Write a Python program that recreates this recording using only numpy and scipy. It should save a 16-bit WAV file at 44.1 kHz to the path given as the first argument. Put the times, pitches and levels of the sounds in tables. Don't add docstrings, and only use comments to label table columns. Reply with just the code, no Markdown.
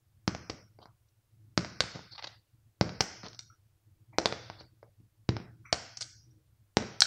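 import sys
import numpy as np
from scipy import signal
from scipy.fft import rfft, irfft, next_fast_len
from scipy.io import wavfile
from scipy.ndimage import uniform_filter1d, minimum_filter1d

SR = 44100
rng = np.random.default_rng(int(sys.argv[2]) if len(sys.argv) > 2 else 0)


def int16_out(signal):
    q = np.round(np.clip(np.atleast_2d(signal).T, -1, 1) * 32767)
    wavfile.write(sys.argv[1], SR, q.astype(np.int16))


N = 311346


def amp(db):
    return 10 ** (np.asarray(db) / 20)


def unit(x):
    return x / np.sqrt(np.mean(x ** 2) + 1e-20)


def along(points, hz):
    f, values = np.transpose(points)
    return np.interp(np.log(hz + 1), np.log(f + 1), values)


def add(track, s, sound):
    part = track[max(round(s * SR), 0):][:len(sound)]
    part += sound[:len(part)]


def filtered(x, response):
    size = next_fast_len(len(x) + SR)
    return irfft(rfft(x, size) * response(np.fft.rfftfreq(size, 1 / SR)), size)[:len(x)]


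def coloured(x, spectrum):
    return unit(filtered(x, lambda hz: amp(along(spectrum, hz))))


def sharpest_pulse(gain):
    cepstrum = irfft(np.log(np.maximum(gain, 1e-6)))
    half = len(cepstrum) // 2
    cepstrum[1:half] *= 2
    cepstrum[half + 1:] = 0
    return irfft(np.exp(rfft(cepstrum)))


HUM_COLOUR = [(20, -40.5), (45, -13.5), (75, -13), (103, -1), (125, -2.5), (150, -19), (240, -28),
              (285, -29), (320, -7), (360, -23.5), (600, -34.5), (2000, -71.5)]
HUM_FADER = [(0, -66), (0.921, -65.5), (1.22, -71.5), (1.36, -63.5), (2.699, -65.5), (3.3, -62), (3.7, -68),
             (4.4, -58.5), (4.949, -66), (6.37, -62), (6.7, -69)]


def ventilation():
    level_db = np.interp(np.arange(N) / SR, *np.transpose(HUM_FADER))
    return amp(level_db) * coloured(rng.standard_normal(N), HUM_COLOUR)


# t/s, centre f/Hz, width/Hz, level/dB, t60/s
RUSTLES = [(3.5, 1343, 260, -60.5, 0.21), (4.124, 810, 1300, -57, 0.24), (4.124, 2110, 1300, -62, 0.5),
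           (5.641, 1300, 600, -56, 0.43), (5.653, 2190, 650, -52, 0.24), (5.643, 5840, 443.5, -68, 0.92)]


def rustles(attack_s=0.0015):
    track, t = np.zeros(N), np.arange(SR // 4) / SR
    for s, centre_hz, width_hz, db, t60 in RUSTLES:
        noise = rng.standard_normal(len(t))
        band = unit(filtered(noise, lambda hz: 1 / (1 + (2 * (hz - centre_hz) / width_hz) ** 2) ** 2))
        add(track, s, band * amp(db - 60 * t / t60) * (1 - np.exp(-t / attack_s)))
    return track


# f/Hz, width/Hz, level/dB
ROOM_MODES = [(103.4, 4.9, -6.5), (117.2, 1.9, -4), (180.5, 6, -4), (326, 7.9, -1.5), (436, 8.2, -1),
              (613, 6, -8.5), (1450, 3, -8), (1520, 2.6, -10.5)]


def standing_waves(x):
    def response(hz):
        return sum(amp(db) * 1j * hz * width / (centre ** 2 - hz ** 2 + 1j * hz * width)
                   for centre, width, db in ROOM_MODES)
    return filtered(x, response)


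REVERB_COLOUR = [(60, -9.5), (180, -6.5), (500, -8.5), (900, -14), (1250, -9), (1480, -8), (1750, -7.5),
                 (2200, -8.5), (3100, -11.5), (4200, -15.5), (5500, -10), (8000, -5.5), (12000, -9.5)]
REVERB_DECAY = [(80, 1), (210, 0.31), (560, 0.57), (1250, 0.63), (1480, 1), (1750, 0.64), (3900, 1),
                (5200, 1), (6500, 0.67), (9000, 0.17)]


def reverb(sounds, build_s=0.0013, size=256):
    wet, tail_samples = np.zeros(N), SR * 3 // 4
    hz, t, _ = signal.stft(np.zeros(tail_samples), SR, nperseg=size)
    fade = amp(-60 * t / along(REVERB_DECAY, hz)[:, None]) * (1 - np.exp(-t / build_s))
    band_energy = np.mean(fade ** 2, axis=1, keepdims=True) * t[-1] * SR
    fade *= amp(along(REVERB_COLOUR, hz))[:, None] / np.sqrt(band_energy)
    for s, sound in sounds:
        noise = signal.stft(rng.standard_normal(tail_samples), SR, nperseg=size)[2]
        tail = signal.istft(noise * fade, SR, nperseg=size)[1]
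        add(wet, s, signal.fftconvolve(sound, tail))
    return wet


# delay/s, level/dB
CEILING_ECHOES = [(0.0156, -18), (0.0323, -24)]


def slapback(x):
    echoes = np.zeros(N)
    for delay, db in CEILING_ECHOES:
        add(echoes, delay, amp(db) * x)
    return echoes


PAPER_COLOUR = [(100, -8.5), (400, -3), (900, 0), (1500, -8.5), (2300, -13), (3200, -10.5), (6000, -13),
                (9000, -49)]
PLASTIC_COLOUR = [(500, -26), (3200, -21.5), (4400, 16.5), (5400, -4), (6500, -52), (10000, -44)]
# t/s, length/s, paper level/dB, plastic level/dB
SLIDES = [(0.797, 0.051, -58.5, -67.5), (1.938, 0.048, -48, -78), (2.107, 0.04, -64, -50.5),
          (2.145, 0.023, -67.5, -48.5), (3.232, 0.053, -46.5, -53.5), (4.582, 0.042, -53, -55)]


def slides(grain_db=5):
    for s, length, paper_db, plastic_db in SLIDES:
        for colour, db in ((PAPER_COLOUR, paper_db), (PLASTIC_COLOUR, plastic_db)):
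            noise, slip_sizes = rng.standard_normal((2, SR // 8))
            grain = amp(grain_db * unit(uniform_filter1d(slip_sizes, size=40)))
            slips = coloured(noise * grain, colour)[:int(length * SR)]
            yield s, amp(db) * slips * signal.windows.tukey(len(slips), .5)


# t/s, level/dB
WIRE_HITS = [(3.0088, -17.5), (3.0089, -17), (7.0216, -11)]


def wire(t60=0.018):
    t = np.arange(SR // 25) / SR
    for s, db in WIRE_HITS:
        noise = rng.standard_normal(len(t))
        sizzle = filtered(noise, lambda hz: amp(along([(7000, -22.5), (12000, -5)], hz)))
        splash = sizzle * amp(-60 * t / t60)
        yield s, amp(db) * splash / np.linalg.norm(splash)


def chatter(pulse, db, t60, low_cut_hz=700, attack_s=0.00019):
    t = np.arange(SR // 25) / SR
    buzz = rng.standard_normal(len(t)) * amp(-60 * t / t60) * (1 - np.exp(-t / attack_s))
    buzz *= amp(db) / np.linalg.norm(buzz)
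    buzz = signal.lfilter(*signal.butter(1, low_cut_hz, "high", fs=SR), buzz)
    buzz[0] = 1
    return signal.fftconvolve(pulse, buzz)


def resonances(modes, hz, vary_db, skirt, pitch=1):
    power = 0
    for centre, width, db in modes:
        detune = (hz ** 2 - (centre * pitch) ** 2) / (hz * width + 1)
        peak = amp(db + vary_db * rng.standard_normal()) ** 2
        power = power + peak / (1 + detune ** 2 / skirt) ** skirt
    return power


# ratio to that pitch, width/Hz, level/dB
PAD_THUMP = [(.64, 53.85, -4), (1.05, 78.45, -2), (1.75, 92.1, -10)]
COVER_SLAP = [(.74, 177.5, -0.87), (.97, 200, -0.2), (1.3, 260, -1.7)]
CAP_RING = [(.83, 262, -2), (.92, 219, -1.5), (1, 237, 1.5), (1.09, 270, -1.5), (1.18, 323.1, -2.5),
            (1.42, 1807, -11)]
# f/Hz, width/Hz, level/dB
BARREL_KNOCK = [(1290, 400, -4), (1500, 140, -2), (2070, 610, -2.5), (3110, 970, -2)]
FLOOR_BOOM = [(81, 42, -9.5)]


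def contact(mix, db, thump_db=0, slap_db=0, knock_db=0, pad_hz=170, cover_hz=760, cap_hz=4700):
    hz = np.fft.rfftfreq(4096, 1 / SR)
    pad_db, cover_db, barrel_db, overtone_db, cap_db, treble_db = mix
    pad = resonances(PAD_THUMP, hz, pitch=pad_hz, vary_db=3.5, skirt=1.32)
    floor = resonances(FLOOR_BOOM, hz, vary_db=0.5, skirt=0.64)
    cover = resonances(COVER_SLAP, hz, pitch=cover_hz, vary_db=4.5, skirt=1.3)
    barrel = resonances(BARREL_KNOCK, hz, vary_db=2, skirt=1.4)
    barrel *= amp(overtone_db * along([(2400, 0), (2900, 1)], hz)) ** 2
    cap = resonances(CAP_RING, hz, pitch=cap_hz, vary_db=2.5, skirt=1.25)
    layers = ((pad_db + thump_db, pad + floor), (cover_db + slap_db, cover),
              (barrel_db + knock_db, barrel), (cap_db, cap))
    power = sum(amp(layer_db) ** 2 * layer for layer_db, layer in layers)
    corner_hz, crack_hz, treble_per_db = 5800, 8500, .55
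    slope = np.log(np.maximum(hz / corner_hz, 1)) / np.log(crack_hz / corner_hz)
    rolloff_db = min(treble_db + treble_per_db * db, -3) * slope
    return sharpest_pulse(np.sqrt(power) * amp(db + rolloff_db))


def ticking(pulse, length, gap_s=0.0018, scatter_db=0, count=24):
    gaps = gap_s * (.5 + rng.random(count))
    times = np.cumsum(gaps) - gaps[0]
    fade_out = np.clip((length - times) / gap_s + .5, 0, 1)
    sizes = amp(scatter_db * rng.standard_normal(count)) * fade_out
    ticks = np.bincount((times * SR).astype(int), sizes / np.linalg.norm(sizes))
    return signal.fftconvolve(pulse, ticks)


# pad/dB, cover/dB, barrel/dB, barrel overtone/dB, cap/dB, treble/dB
PRESS_MIX = (2, -2, -12, -29, -14.5, -4)
DRAG_MIX = (-7, 1, -0.5, -1, 0, -14.5)
RATTLE_MIX = (-16.5, -22.5, -15.5, -0.5, -2, -9.5)
# t/s, level/dB, thump trim/dB, cover f/Hz
PRESSES = [(0.789, -13, -10, 505), (0.8568, -11.5, -5, 994), (1.951, -10.5, 6, 507), (1.9582, -5, 5.5, 596),
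           (1.9927, -11, 7.5, 640), (3.233, -2.5, -20, 940), (3.2379, -12, 12.5, 750),
           (4.8294, -9, -20, 697), (5.002, -47.5, 40.5, 489), (5.4017, -17, 17.5, 815)]
# t/s, length/s, level/dB, knock and slap trim/dB
JUDDERS = [(2.151, 0.011, -16, -5), (2.18, 0.0055, -11.5, 0), (2.19, 0.0084, -11.5, 3),
           (2.2253, 0.0013, -12, 1.5), (2.235, 0.0035, -12, -5.5), (2.2421, .006, -4, -1.5),
           (2.271, 0.0063, -5, -9.5)]
# t/s, length/s, level/dB, cap f/Hz
CAP_RATTLES = [(0.789, .003, -28, 4790), (0.816, .018, -18, 4270), (0.858, .001, -25, 4280),
               (1.087, .004, -22, 4900), (2.117, .014, -12, 4700), (3.2842, .001, -9.5, 4750),
               (3.332, 0.0014, -11.5, 4550), (3.3472, 0.0012, -14, 4800), (3.3919, 0.0023, 0, 4710),
               (5.9717, 0.0045, -0.5, 5360), (6.009, 0.0064, 6.5, 5200), (6.0198, .003, 5, 5400),
               (6.026, 0.0027, 1, 4220)]


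def pickups():
    for s, db, thump_db, cover_hz in PRESSES:
        yield s, contact(PRESS_MIX, db, thump_db, cover_hz=cover_hz)
    for s, length, db, body_db in JUDDERS:
        catch = contact(DRAG_MIX, db, slap_db=body_db, knock_db=body_db, cap_hz=4200)
        yield s, ticking(catch, length)
    for s, length, db, cap_hz in CAP_RATTLES:
        yield s, ticking(contact(RATTLE_MIX, db, cap_hz=cap_hz), length)


# pad/dB, cover/dB, barrel/dB, barrel overtone/dB, cap/dB, treble/dB
LANDING_MIX = (19.5, 1, 0.5, -5.5, 1.5, -19.5)
BOUNCE_MIX = (15, 11.5, 6.5, -7, 2.5, -16.5)
TOPPLE_MIX = (3.5, 1.5, -2.5, -2.5, 1.5, -13.5)
EDGE_MIX = (-20.5, -6.5, -11.5, 1, -1, -14)
# t/s, level/dB, thump trim/dB, slap trim/dB, pad f/Hz, cover f/Hz, cap f/Hz
LANDINGS = [(0.2782, 6.5, -2.5, -2.5, 176, 887, 5130), (1.5769, 10.5, -6.5, -3, 180.3, 816, 4730),
            (2.8118, 4.5, 2.5, 7, 175.5, 656, 4685), (4.185, 8.5, -9, 6, 293.9, 650, 4910),
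            (5.2909, -2, 10, -10, 196.7, 490, 4815), (6.77, 11, -7, 0.5, 200, 596, 4730)]
# t/s, level/dB, thump trim/dB, cap f/Hz
BOUNCES = [(0.3493, -10.5, 3, 5530), (1.6476, -10.5, -12, 4870), (1.839, -18.5, 6, 4460),
           (2.8932, -13.5, 5.5, 4730), (4.3251, -4.5, -7, 4120), (4.5, -14, -3.5, 4600),
           (5.367, -13, 7, 4420), (6.8235, -16.5, -41, 4800)]
# t/s, level/dB, thump trim/dB, slap trim/dB,
# pad f/Hz, cover f/Hz, cap f/Hz, far end lag/s, far end trim/dB
TOPPLES = [(0.4982, -6.5, 15, -2.5, 170, 790, 4700, .0026, 2.5),
           (1.8058, 14, -3.5, -5.5, 126, 713, 4430, .0018, -7),
           (3.007, 11.5, 2.5, -3, 171.6, 605, 5200, .0025, -3),
           (4.2579, 11.5, -0.5, 4, 187, 650, 4237, 0.0018, -16.5),
           (5.7269, 7, 2, -4, 141.2, 720, 4840, .0017, 4.5)]
# t/s, length/s, level/dB, cap f/Hz, knock and slap trim/dB
EDGE_HITS = [(7.006, .0003, 18, 5330, -10.5), (7.0191, 0.00062, 6, 5175, 4), (7.02, 0.002, 23, 4457, -2)]


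def throws():
    for s, db, thump_db, slap_db, pad_hz, cover_hz, cap_hz in LANDINGS:
        spot = dict(pad_hz=pad_hz, cover_hz=cover_hz, cap_hz=cap_hz)
        yield s, contact(LANDING_MIX, db, thump_db, slap_db, **spot)
    for s, db, thump_db, cap_hz in BOUNCES:
        yield s, contact(BOUNCE_MIX, db, thump_db, pad_hz=160, cover_hz=714, cap_hz=cap_hz)
    for s, db, thump_db, slap_db, pad_hz, cover_hz, cap_hz, lag_s, far_db in TOPPLES:
        spot = dict(pad_hz=pad_hz, cover_hz=cover_hz, cap_hz=cap_hz)
        yield s, contact(TOPPLE_MIX, db, thump_db, slap_db, **spot)
        yield s + lag_s, contact(TOPPLE_MIX, db + far_db, thump_db - 9.5, slap_db, **spot)
    for s, length, db, cap_hz, body_db in EDGE_HITS:
        glance = contact(EDGE_MIX, db, slap_db=body_db, knock_db=body_db, cover_hz=1100, cap_hz=cap_hz)
        yield s, ticking(glance, length, gap_s=.0007)


def scene():
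    hits = [*throws(), *pickups()]
    textures = [*slides(), *wire()]
    pen = np.zeros(N)
    for s, hit in hits:
        add(pen, s, chatter(hit, db=-7.5, t60=0.041))
    for s, texture in textures:
        add(pen, s, texture)
    room = slapback(pen) + reverb(hits + textures) + standing_waves(pen)
    return (pen + room + rustles() + ventilation())[None]


# f/Hz, level/dB
GATE_THRESHOLD = [(60, -49.5), (300, -41), (700, -49), (1500, -53), (3000, -54), (5000, -52.5), (8000, -58),
                  (14000, -58)]


def noise_suppressor(x, smooth_s=0.018, depth_db=-17, knee_db=.9, size=512):
    hop = size // 4
    hz, _, bands = signal.stft(x, SR, nperseg=size, noverlap=size - hop)
    power = uniform_filter1d(abs(bands) ** 2 * size, size=4, axis=0)
    memory = np.exp(-hop / SR / smooth_s)
    envelope = signal.lfilter([1 - memory], [1, -memory], power)
    over_db = 10 * np.log10(abs(envelope) + 1e-20) - along(GATE_THRESHOLD, hz)[:, None]
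    shut = .5 - .5 * np.tanh(over_db / (2 * knee_db))
    return signal.istft(bands * amp(depth_db * shut), SR, nperseg=size, noverlap=size - hop)[1][:N]


def limiter(x, ceiling=.9, size=129):
    gain = ceiling / np.maximum(abs(x), ceiling)
    return x * uniform_filter1d(minimum_filter1d(gain, size), size)


MIC_EQ = [(20, -21.5), (45, -5.5), (70, 2), (8300, -2), (9800, -5), (10800, -16), (15500, -10)]
HISS_COLOUR = [(30, 6.5), (400, 10), (1000, 5.5), (2500, 2), (8000, -0.5), (15000, -0.5)]


def record(dry, high_cut_hz=15750):
    microphone = sharpest_pulse(amp(along(MIC_EQ, np.fft.rfftfreq(8192, 1 / SR))))
    hiss = amp(-62.5) * coloured(rng.standard_normal(N), HISS_COLOUR)
    gated = noise_suppressor(signal.fftconvolve(dry[0], microphone)[:N] + hiss)
    return filtered(limiter(gated), lambda hz: hz < high_cut_hz)[None]


dry = scene()
out = record(dry)
int16_out(out)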